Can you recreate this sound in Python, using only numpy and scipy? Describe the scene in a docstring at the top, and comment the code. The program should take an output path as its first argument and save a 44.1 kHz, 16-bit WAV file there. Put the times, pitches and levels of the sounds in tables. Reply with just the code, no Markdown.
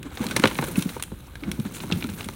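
"""Outdoors in a yard, one microphone close to a plastic tray: a plastic pot is tipped over the tray
and soil with roots slides out. The pot knocks on the tray, and its thin wall snaps and scrapes.
Clods land with soft thumps that set the tray floor swinging, and pebbles tick on the plastic.
In between, crumbs trickle and roots rustle. Behind it all lies a faint rumble of open air."""
import sys
import numpy as np
from scipy import signal
from scipy.fft import rfft, irfft
from scipy.io import wavfile

SR = 44100
rng = np.random.default_rng(int(sys.argv[2]) if len(sys.argv) > 2 else 0)


def to_wav(sig):
    """Store sig (one row per channel, or 1-D mono) as 16-bit WAV at the path in sys.argv[1].

    Samples outside -1..1 are clipped; the rate is SR.
    """
    pcm = np.clip(np.atleast_2d(sig), -1, 1) * 32767
    pcm = np.round(pcm).astype(np.int16)
    wavfile.write(sys.argv[1], SR, pcm.T)  # frames by channels


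N = 103635

# Spectra of the open air, fine crumbs, roots, soil rumbling in the tray and a plain snap.
# Each row: frequency in Hz, relative level in dB.
AIR_SPECTRUM = [(15, -32), (30, -8), (48, 3), (75, 2.5), (120, -0.5), (250, -18.5), (600, -39), (1500, -40),
                (4000, -27.5), (5000, -55), (10000, -35), (16000, -35)]
CRUMB_SPECTRUM = [(300, -25), (2000, 5.5), (4000, -0.5), (5000, -5.5), (6200, 0), (7500, -4), (9600, 2),
                  (12000, -4.5), (16000, 0.5)]
ROOT_SPECTRUM = [(150, -8), (400, 9.5), (650, 5.5), (1000, 4), (1600, 9), (2500, 0.5), (3900, -3),
                 (4900, -13.5), (8000, -6.5), (16000, -36)]
RUMBLE_SPECTRUM = [(30, -93), (90, 0.5), (160, 8), (220, 5), (330, 1.5), (480, -14.5), (700, -19),
                   (2000, -25.5), (16000, -72)]
SNAP_SPECTRUM = [(100, 7), (500, -1), (1000, 1.5), (1800, 8), (2400, 5), (3900, 2.5), (4900, -6.5),
                 (6000, -2), (7200, -5.5), (9600, 2), (12000, -11.5), (16000, -8.5)]
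# How the tray's hollow colours the sounds inside it. Each row: frequency in Hz, gain in dB.
HOLLOW_RESPONSE = [(20, -43), (65, -2), (400, 1), (520, 3.5), (680, -1.5), (880, 1), (1550, -1), (1880, -7),
                   (2200, -1), (3300, -2), (4000, 1.5), (4700, -1), (7000, -0.5)]
# The flow of soil, as crumb hiss, root rustle and rumble. Each row: time in seconds, relative level in dB.
CRUMB_FLOW = [(0.0, -87), (0.16, -45), (0.39, -42.5), (0.59, -39), (0.71, -39.5), (0.89, -42),
              (1.05, -57.5), (1.14, -55), (1.33, -58), (1.48, -53), (1.67, -48.5), (1.96, -44),
              (2.13, -43.5), (2.25, -44), (2.35, -48)]
ROOT_FLOW = [(0.0, -56.5), (0.14, -45), (0.37, -38.5), (0.46, -43.5), (0.9, -46), (1.04, -58), (1.32, -54),
             (1.57, -52), (1.91, -47), (2.07, -52.5), (2.21, -48), (2.35, -53)]
RUMBLE_FLOW = [(0, -41), (.18, -50.5), (.24, -38), (.39, -34), (.5, -39.5), (.68, -41), (.8, -38.5),
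               (.92, -47.5), (1.11, -50.5), (1.24, -55), (1.41, -50), (1.46, -32.5), (1.56, -42),
               (1.75, -42.5), (1.96, -36.5), (2.08, -38.5), (2.2, -43.5), (2.35, -46.5)]
# Dry crumbs spilling over the rim. Each row: start and length in seconds, level in dB,
# band centre in Hz (finer crumbs are higher).
CRUMB_SPURTS = [(.238, .016, -40, 12500), (.633, 0.031, -44, 11500), (.664, 0.02, -40, 10000),
                (.682, .012, -36, 13500), (.711, 0.015, -39, 10800), (.771, 0.019, -34, 9400),
                (1.612, 0.052, -51, 13500), (1.736, 0.07, -43.5, 7800), (1.97, 0.1, -49, 12000),
                (2.135, 0.077, -47.5, 13000), (2.18, 0.019, -45, 8100)]
# Roots and soil along the pot wall. Each row: start and length in seconds, rasp and hiss in dB.
WALL_SCRAPES = [(.045, 0.047, -44.5, -82), (.200, 0.075, -36.5, -48), (.418, 0.03, -32, -48),
                (.628, 0.025, -33, -56), (.665, 0.035, -37.5, -50), (.782, 0.019, -59, -30.5),
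                (.90, 0.1, -53, -43.5), (1.465, 0.046, -43, -73), (1.652, 0.03, -41.5, -72),
                (1.735, 0.065, -60, -39.5), (1.80, 0.058, -59, -42.5), (1.905, 0.036, -41, -70),
                (2.172, 0.054, -41, -55)]
# Pebbles and bark on plastic. Each row: start in seconds, level in dB, pitch in Hz, decay in seconds.
PEBBLE_TICKS = [(.3115, -25.5, 1530, 0.0066), (.457, -18, 1710, 0.0022), (.7572, -21, 2590, 0.0031),
                (1.3555, -29, 1640, 0.0031), (1.4365, -18.5, 2200, 0.00099), (1.914, -33, 5170, 0.0012),
                (1.9235, -27.5, 5680, 0.0014), (1.9245, -16.5, 3530, 0.0014), (2.0255, -17.5, 2380, 0.0017),
                (2.045, -25.5, 1390, 0.0028)]
# Deep thuds as the weight shifts. Each row: start in seconds, level in dB, pitch in Hz, length in seconds.
WEIGHT_THUDS = [(.12, -32.5, 59, 0.035), (.44, -28, 102, 0.054), (.768, -25.5, 110.6, 0.045),
                (1.11, -36, 71.5, 0.054), (1.46, -34.5, 71.3, 0.091), (1.585, -23, 130.4, 0.029),
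                (1.915, -28, 93.4, 0.067), (2.08, -30.5, 90, 0.062)]
# Clods landing and the pot shifting. Each row: start in seconds, level in dB, settled pitch in Hz,
# swell and decay in seconds.
CLOD_THUMPS = [(.048, -28.5, 264, 0.02, 0.0095), (.202, -19, 205, 0.0094, 0.016),
               (.224, -32.5, 456.4, 0.0081, 0.016), (.256, -23.5, 189, 0.01, 0.01),
               (.395, -20, 178, 0.0061, 0.0074), (.511, -34, 231, 0.0052, 0.0079),
               (.594, -26.5, 142.7, 0.005, 0.038), (.678, -29.5, 338, 0.0073, 0.012),
               (.7762, -14, 178, 0.0071, 0.013), (.855, -20, 168.5, 0.007, 0.011),
               (1.119, -30, 170, 0.013, 0.0092), (1.425, -29, 249, 0.009, 0.011),
               (1.475, -23, 163.7, 0.015, 0.0057), (1.51, -26.5, 158, 0.0094, 0.0075),
               (1.586, -19, 208.2, 0.018, 0.0064), (1.654, -23.5, 182, 0.0062, 0.017),
               (1.901, -28.5, 254, 0.001, 0.013), (1.921, -16.5, 153.5, 0.0017, 0.018),
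               (1.944, -22, 158.5, 0.0036, 0.024), (1.968, -27, 180, 0.0087, 0.017),
               (2.041, -22, 227.3, 0.014, 0.013), (2.094, -28, 195.3, 0.0026, 0.026),
               (2.262, -30.5, 176, 0.0034, 0.012)]
# Snaps of pot wall, twigs and grit. Each row: start in seconds, relative level, low mids and treble
# in dB, decay in seconds.
WALL_SNAPS = [(0.0289, -25, -22.5, -14.5, 0.0025), (0.172, -20, -14, -28, 0.0041),
              (0.2661, -14, -34, -20.5, 0.0019), (0.286, -22.5, -35, -21, 0.0038),
              (0.31, -17.5, -23.5, -21, 0.0066), (0.3154, -22, -8, -24, 0.0021),
              (0.3642, -5, -15, -16.5, 0.0045), (0.397, -11.5, -18, -18, 0.0016),
              (0.4379, -2, -11, -29, 0.00046), (0.4555, -2, -7, -24, 0.0012),
              (0.4728, -10.5, -17, -21, 0.0058), (0.512, -18, -4, -15, 0.0013),
              (0.5536, -20, -20, -29, 0.0022), (0.5872, -15, -16, -48, 0.00064),
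              (0.6397, -16, -5, -10.5, 0.0043), (0.6838, -27, -11, 3, 0.0036),
              (0.7567, -23, -6, -15, 0.017), (0.823, -13, -40, -17, 0.0023),
              (0.8907, -22.5, -17.5, -23, 0.006), (0.9972, -23, -11, -17, 0.0062),
              (1.0244, -10.5, -24, -10, 0.0019), (1.0359, -16, -20.5, -13, 0.00097),
              (1.3543, -24.5, -12.5, -23.5, 0.0034), (1.4358, -26.5, -7.5, -27, 0.0096),
              (1.515, -14, -25, -15, 0.0027), (1.5983, -25, -49, -13, 0.0019),
              (1.6513, -22.5, -6, -26, 0.0014), (1.7457, -28, -23, -24, 0.004),
              (1.767, -29, -17, -20, 0.0023), (1.8025, -21, -17, -35, 0.0031),
              (1.9135, -16, -18, -36, 0.0012), (1.9225, -9.5, -37, -36.5, 0.0033),
              (2.007, -25, -13, -28, 0.0056), (2.0238, -19.5, -14, -46, 0.0036),
              (2.0409, -18, -18, -24, 0.0013), (2.0892, -25.5, -14.5, -47, 0.0072),
              (2.2078, -17.5, -15, -43, 0.0017), (2.229, -28, -17, -40, 0.0016),
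              (2.2431, -23.5, -18, -13, 0.0052), (2.2867, -13, -5, -18.5, 0.00085)]
# The tray's low modes. Each row: frequency in Hz, relative level in dB, decay in seconds.
TRAY_MODES = [(88.5, -44, 0.14), (135.6, 3, 0.011), (152, -0.5, 0.011), (224.8, -2, 0.018),
              (305, 1.5, 0.0077), (384, -1, 0.0095), (536, -6.5, 0.0094)]
# The pot wall's modes. Each row: frequency in Hz, relative level in dB.
POT_MODES = [(790, -8.5), (915, 1), (1060, -6), (1230, -30), (1390, 2.5), (1500, -1.5), (1780, 6),
             (2135, 8), (2550, -1), (2980, 1), (3580, -13), (4020, 9)]
# The pot striking the tray. Each row: start in seconds, relative level in dB, brightness corner in Hz,
# relative tray boom in dB.
POT_KNOCKS = [(.3637, -12.5, 5300, -13), (.4386, -7, 2840, -4), (.4558, -15.5, 3100, -6.5),
              (.5122, -28.5, 2580, -3), (.5876, -14.5, 2050, -6.5), (.6245, -21.5, 2260, -7),
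              (.9645, -26.5, 990, -8), (1.1175, -34, 1160, 0), (1.8355, -30, 1790, 0.5),
              (1.9008, -28, 1720, -13), (1.9155, -30, 900, -4), (2.2875, -32.5, 2500, -3)]


def amp(db):
    """Decibels to gain."""
    return 10 ** (np.asarray(db) / 20)


def unit_rms(x):
    """Scales to rms 1."""
    return x / np.sqrt(np.mean(x ** 2) + 1e-20)


def add(mix, start_s, sound):
    """Mixes a sound in at its start time."""
    part = mix[max(round(start_s * SR), 0):][:len(sound)]
    part += sound[:len(part)]


def fader(curve):
    """Gain per sample from (seconds, dB) points."""
    return amp(np.interp(np.arange(N) / SR, *np.transpose(curve)))


def gain_at(spectrum, hz):
    """Gain at hz from (Hz, dB) points."""
    points_hz, db = np.transpose(spectrum)
    return amp(np.interp(np.log(hz + 1), np.log(points_hz), db))


def coloured(x, spectrum):
    """Filters x by a spectrum, at rms 1."""
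    hz = np.fft.rfftfreq(len(x), 1 / SR)
    return unit_rms(irfft(rfft(x) * gain_at(spectrum, hz), len(x)))


def noise(samples, spectrum):
    """Noise with the given spectrum, at rms 1."""
    return coloured(rng.standard_normal(samples), spectrum)


def open_air():
    """The faint, steady rumble of the air around the microphone."""
    return amp(-44) * noise(N, AIR_SPECTRUM)


def yard(x, echo_db=-16.5, decay_s=0.055):
    """Faint short reflections from the tray walls and the yard follow the direct sound."""
    t = np.arange(SR // 4) / SR
    tail = noise(len(t), [(100, 1), (3000, 0.67), (12000, 3.1)])
    tail *= np.exp(-t / decay_s) * (1 - np.exp(-t / 0.016))
    return x + amp(echo_db) * signal.fftconvolve(x, tail / np.linalg.norm(tail))[:N]


def hollow(x):
    """The tray's walls favour some bands and cancel others."""
    hz = np.fft.rfftfreq(2 * N, 1 / SR)
    return irfft(rfft(x, 2 * N) * gain_at(HOLLOW_RESPONSE, hz))[:N]


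def grains(per_s, spread_db, decay_s, clump_db, clump_hz):
    """Tiny impacts of uneven size that come in clumps."""
    sizes = amp(spread_db * np.minimum(rng.exponential(1, N), 3.2))
    impacts = sizes * (rng.random(N) < per_s / SR)
    power = signal.lfilter([1], [1, -np.exp(-1 / (decay_s * SR))], impacts ** 2)
    clumps = noise(N, [(1, 0), (clump_hz, 0), (3 * clump_hz, -30), (2000, -120)])
    return np.sqrt(power) * rng.standard_normal(N) * amp(clump_db * np.clip(clumps, -2, 2))


def chips(each_size_per_s=12, decay_cycles=4.2):
    """Bits of bark and grit tick one by one, each size at its own pitch."""
    t, ticks = np.arange(SR // 20) / SR, np.zeros(N)
    for hz in np.geomspace(800, 6500, 24):
        falls = (rng.random(N) < each_size_per_s / SR) * rng.random(N) ** 2
        tick = np.exp(-t * hz / decay_cycles) * np.sin(2 * np.pi * hz * t)
        ticks += signal.oaconvolve(falls, tick)[:N]
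    return unit_rms(ticks)


def soil():
    """Fine crumbs hiss, roots rustle among ticking chips, and the sliding mass rumbles in the tray."""
    fine = grains(per_s=1600, spread_db=3.6, decay_s=.0006, clump_db=2.1, clump_hz=35)
    coarse = grains(per_s=1400, spread_db=2.5, decay_s=.0014, clump_db=1.6, clump_hz=50)
    hiss = fader(CRUMB_FLOW) * coloured(fine, CRUMB_SPECTRUM)
    rumble = fader(RUMBLE_FLOW) * noise(N, RUMBLE_SPECTRUM)
    rustle = fader(ROOT_FLOW) * unit_rms(coloured(coarse, ROOT_SPECTRUM) + amp(-4.5) * chips())
    return hiss + amp(1) * rustle + amp(1.5) * rumble


def spurt(length_s, db, hz):
    """A pinch of like-sized crumbs breaks loose and patters down."""
    progress = np.arange(0, length_s, 1 / SR) / length_s
    crumbs = grains(per_s=2200, spread_db=3.5, decay_s=.0003, clump_db=1, clump_hz=120)[:len(progress)]
    band = [(hz / 4, -40), (hz / 2, -20), (hz, 0), (2 * hz, -20)]
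    return amp(db) * np.sin(np.pi * progress ** 0.46) * coloured(crumbs, band)


def scrape(length_s, rasp_db, hiss_db):
    """Grains catch and slip along the pot wall in a brief swell."""
    progress = np.arange(0, length_s, 1 / SR) / length_s
    slips = grains(per_s=1500, spread_db=-2, decay_s=.00067, clump_db=1.5, clump_hz=80)[:len(progress)]
    rasp = amp(rasp_db) * coloured(slips, ROOT_SPECTRUM)
    hiss = amp(hiss_db) * coloured(slips, CRUMB_SPECTRUM)
    return np.sin(np.pi * progress ** 0.88) * (rasp + hiss)


def pebble(db, hz, decay_s):
    """A pebble or bark chip hits the plastic with a short pitched tick."""
    t = np.arange(SR // 20) / SR
    envelope = (1 - np.exp(-t / 0.0001)) * np.exp(-t / decay_s)
    return amp(db) * envelope * np.sin(2 * np.pi * hz * t)


def thud(db, hz, length_s):
    """The whole tray sways on the ground for a few cycles."""
    t = np.arange(0, length_s, 1 / SR)
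    return amp(db) * np.sin(np.pi * (t / length_s) ** 1.17) * np.sin(2 * np.pi * hz * t)


def thump(db, hz, swell_s, decay_s, sag=.5, sag_s=.006):
    """A soft load sets the tray floor swinging; the pitch sags as the crumbling mass settles on it."""
    t = np.arange(SR // 4) / SR
    swell = np.sin(np.pi / 2 * np.minimum(t / swell_s, 1))
    fade = np.exp(-np.maximum(t - swell_s, 0) / decay_s)
    phase = 2 * np.pi * np.cumsum(hz * (1 + sag * np.exp(-t / sag_s))) / SR
    crumble = amp(-9.5) * noise(len(t), RUMBLE_SPECTRUM)
    overtone = amp(-14) * np.sin(1.55 * phase)
    return amp(db) * swell * fade * (np.sin(phase) + overtone + crumble)


def snap(db, mids_db, treble_db, decay_s):
    """A sharp crack scatters inside the pot for a few milliseconds; its low mids linger."""
    rise_s, hold_s, tail_s, linger_s = 0.00076, 0.0013, 0.019, 0.0016
    plain_mids_db, plain_treble_db = -15, -14  # these values leave the snap spectrum untilted
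    t = np.arange(4096) / SR
    fading_s = np.maximum(t - hold_s, 0)
    fade = np.exp(-fading_s / decay_s) + amp(-22.5) * np.exp(-fading_s / tail_s)
    scatter = rng.choice([-1., 1.], len(t)) * np.minimum(t / rise_s, 1) * fade
    scatter[round(rise_s * SR)] += amp(8)  # the crack itself
    linger = noise(len(t), [(300, -14.5), (1500, 4.0), (4000, -26), (16000, -50)])
    linger *= amp(-10.5) * (t / linger_s) * np.exp(-t / linger_s)
    hz = np.fft.rfftfreq(len(t), 1 / SR)
    tilt = [(1200, mids_db - plain_mids_db), (2500, 0), (5300, 0), (8000, treble_db - plain_treble_db)]
    log_gain = np.log(unit_rms(gain_at(SNAP_SPECTRUM, hz) * gain_at(tilt, hz)))
    mirrored = np.r_[log_gain, log_gain[-2:0:-1]]
    minimum_phase = np.exp(np.conj(signal.hilbert(mirrored)))[:len(hz)]  # keeps the attack sharp
    return amp(db - 9.5) * irfft(rfft(scatter + linger) * minimum_phase)


def ring(modes, t, corner_hz, detune):
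    """Dying modes, slightly different for each place struck; a soft blow misses those above the corner."""
    hz, db, decay_s = np.transpose(modes)[:, :, None]
    hz = hz * (1 + detune * rng.uniform(-1.33, 1, hz.shape))
    polarity = (-1.) ** np.arange(len(hz))[:, None]
    strength = amp(db) / np.sqrt(1 + (hz / corner_hz) ** 4)
    return (polarity * strength * np.exp(-t / decay_s) * np.sin(2 * np.pi * hz * t)).sum(0)


def knock(db, corner_hz, boom_db, decay_cycles=5.5):
    """The pot wall rings for a few cycles, grit crunches under it, and the tray booms."""
    t = np.arange(SR // 4) / SR
    wall_modes = [(hz, mode_db, decay_cycles / hz) for hz, mode_db in POT_MODES]
    wall = amp(-8.5) * ring(wall_modes, t, corner_hz, detune=0.0032)
    boom = amp(boom_db - 1) * ring(TRAY_MODES, t, corner_hz, detune=0.054)
    grit_spectrum = [(40, -34), (120, -13), (400, 0), (corner_hz, -4), (2 * corner_hz, -22), (17000, -42)]
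    crunch = (1 - np.exp(-t / .0006)) * np.exp(-t / .006)
    grit = amp(-3.5) * crunch * noise(len(t), grit_spectrum)
    return amp(db) * (wall + boom + grit)


def scene():
    """At the microphone, in mono: pot and soil sound in the tray's hollow, with open air behind."""
    hits = np.zeros(N)
    sources = [(POT_KNOCKS, knock), (WALL_SNAPS, snap), (CLOD_THUMPS, thump), (WEIGHT_THUDS, thud),
               (PEBBLE_TICKS, pebble), (WALL_SCRAPES, scrape), (CRUMB_SPURTS, spurt)]
    for table, source in sources:
        for start_s, *settings in table:
            add(hits, start_s, source(*settings))
    return (hollow(yard(hits) + soil()) + open_air())[None]


def record(dry, ceiling=.95, cutoff_hz=15950):
    """The recorder rounds off the loudest peaks and cuts the highest treble."""
    rounded = dry / (1 + (dry / ceiling) ** 4) ** .25
    lowpass = signal.firwin(301, cutoff_hz, window=("kaiser", 9), fs=SR)
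    return signal.oaconvolve(rounded, lowpass[None], "same")


dry = scene()
out = record(dry)
to_wav(out)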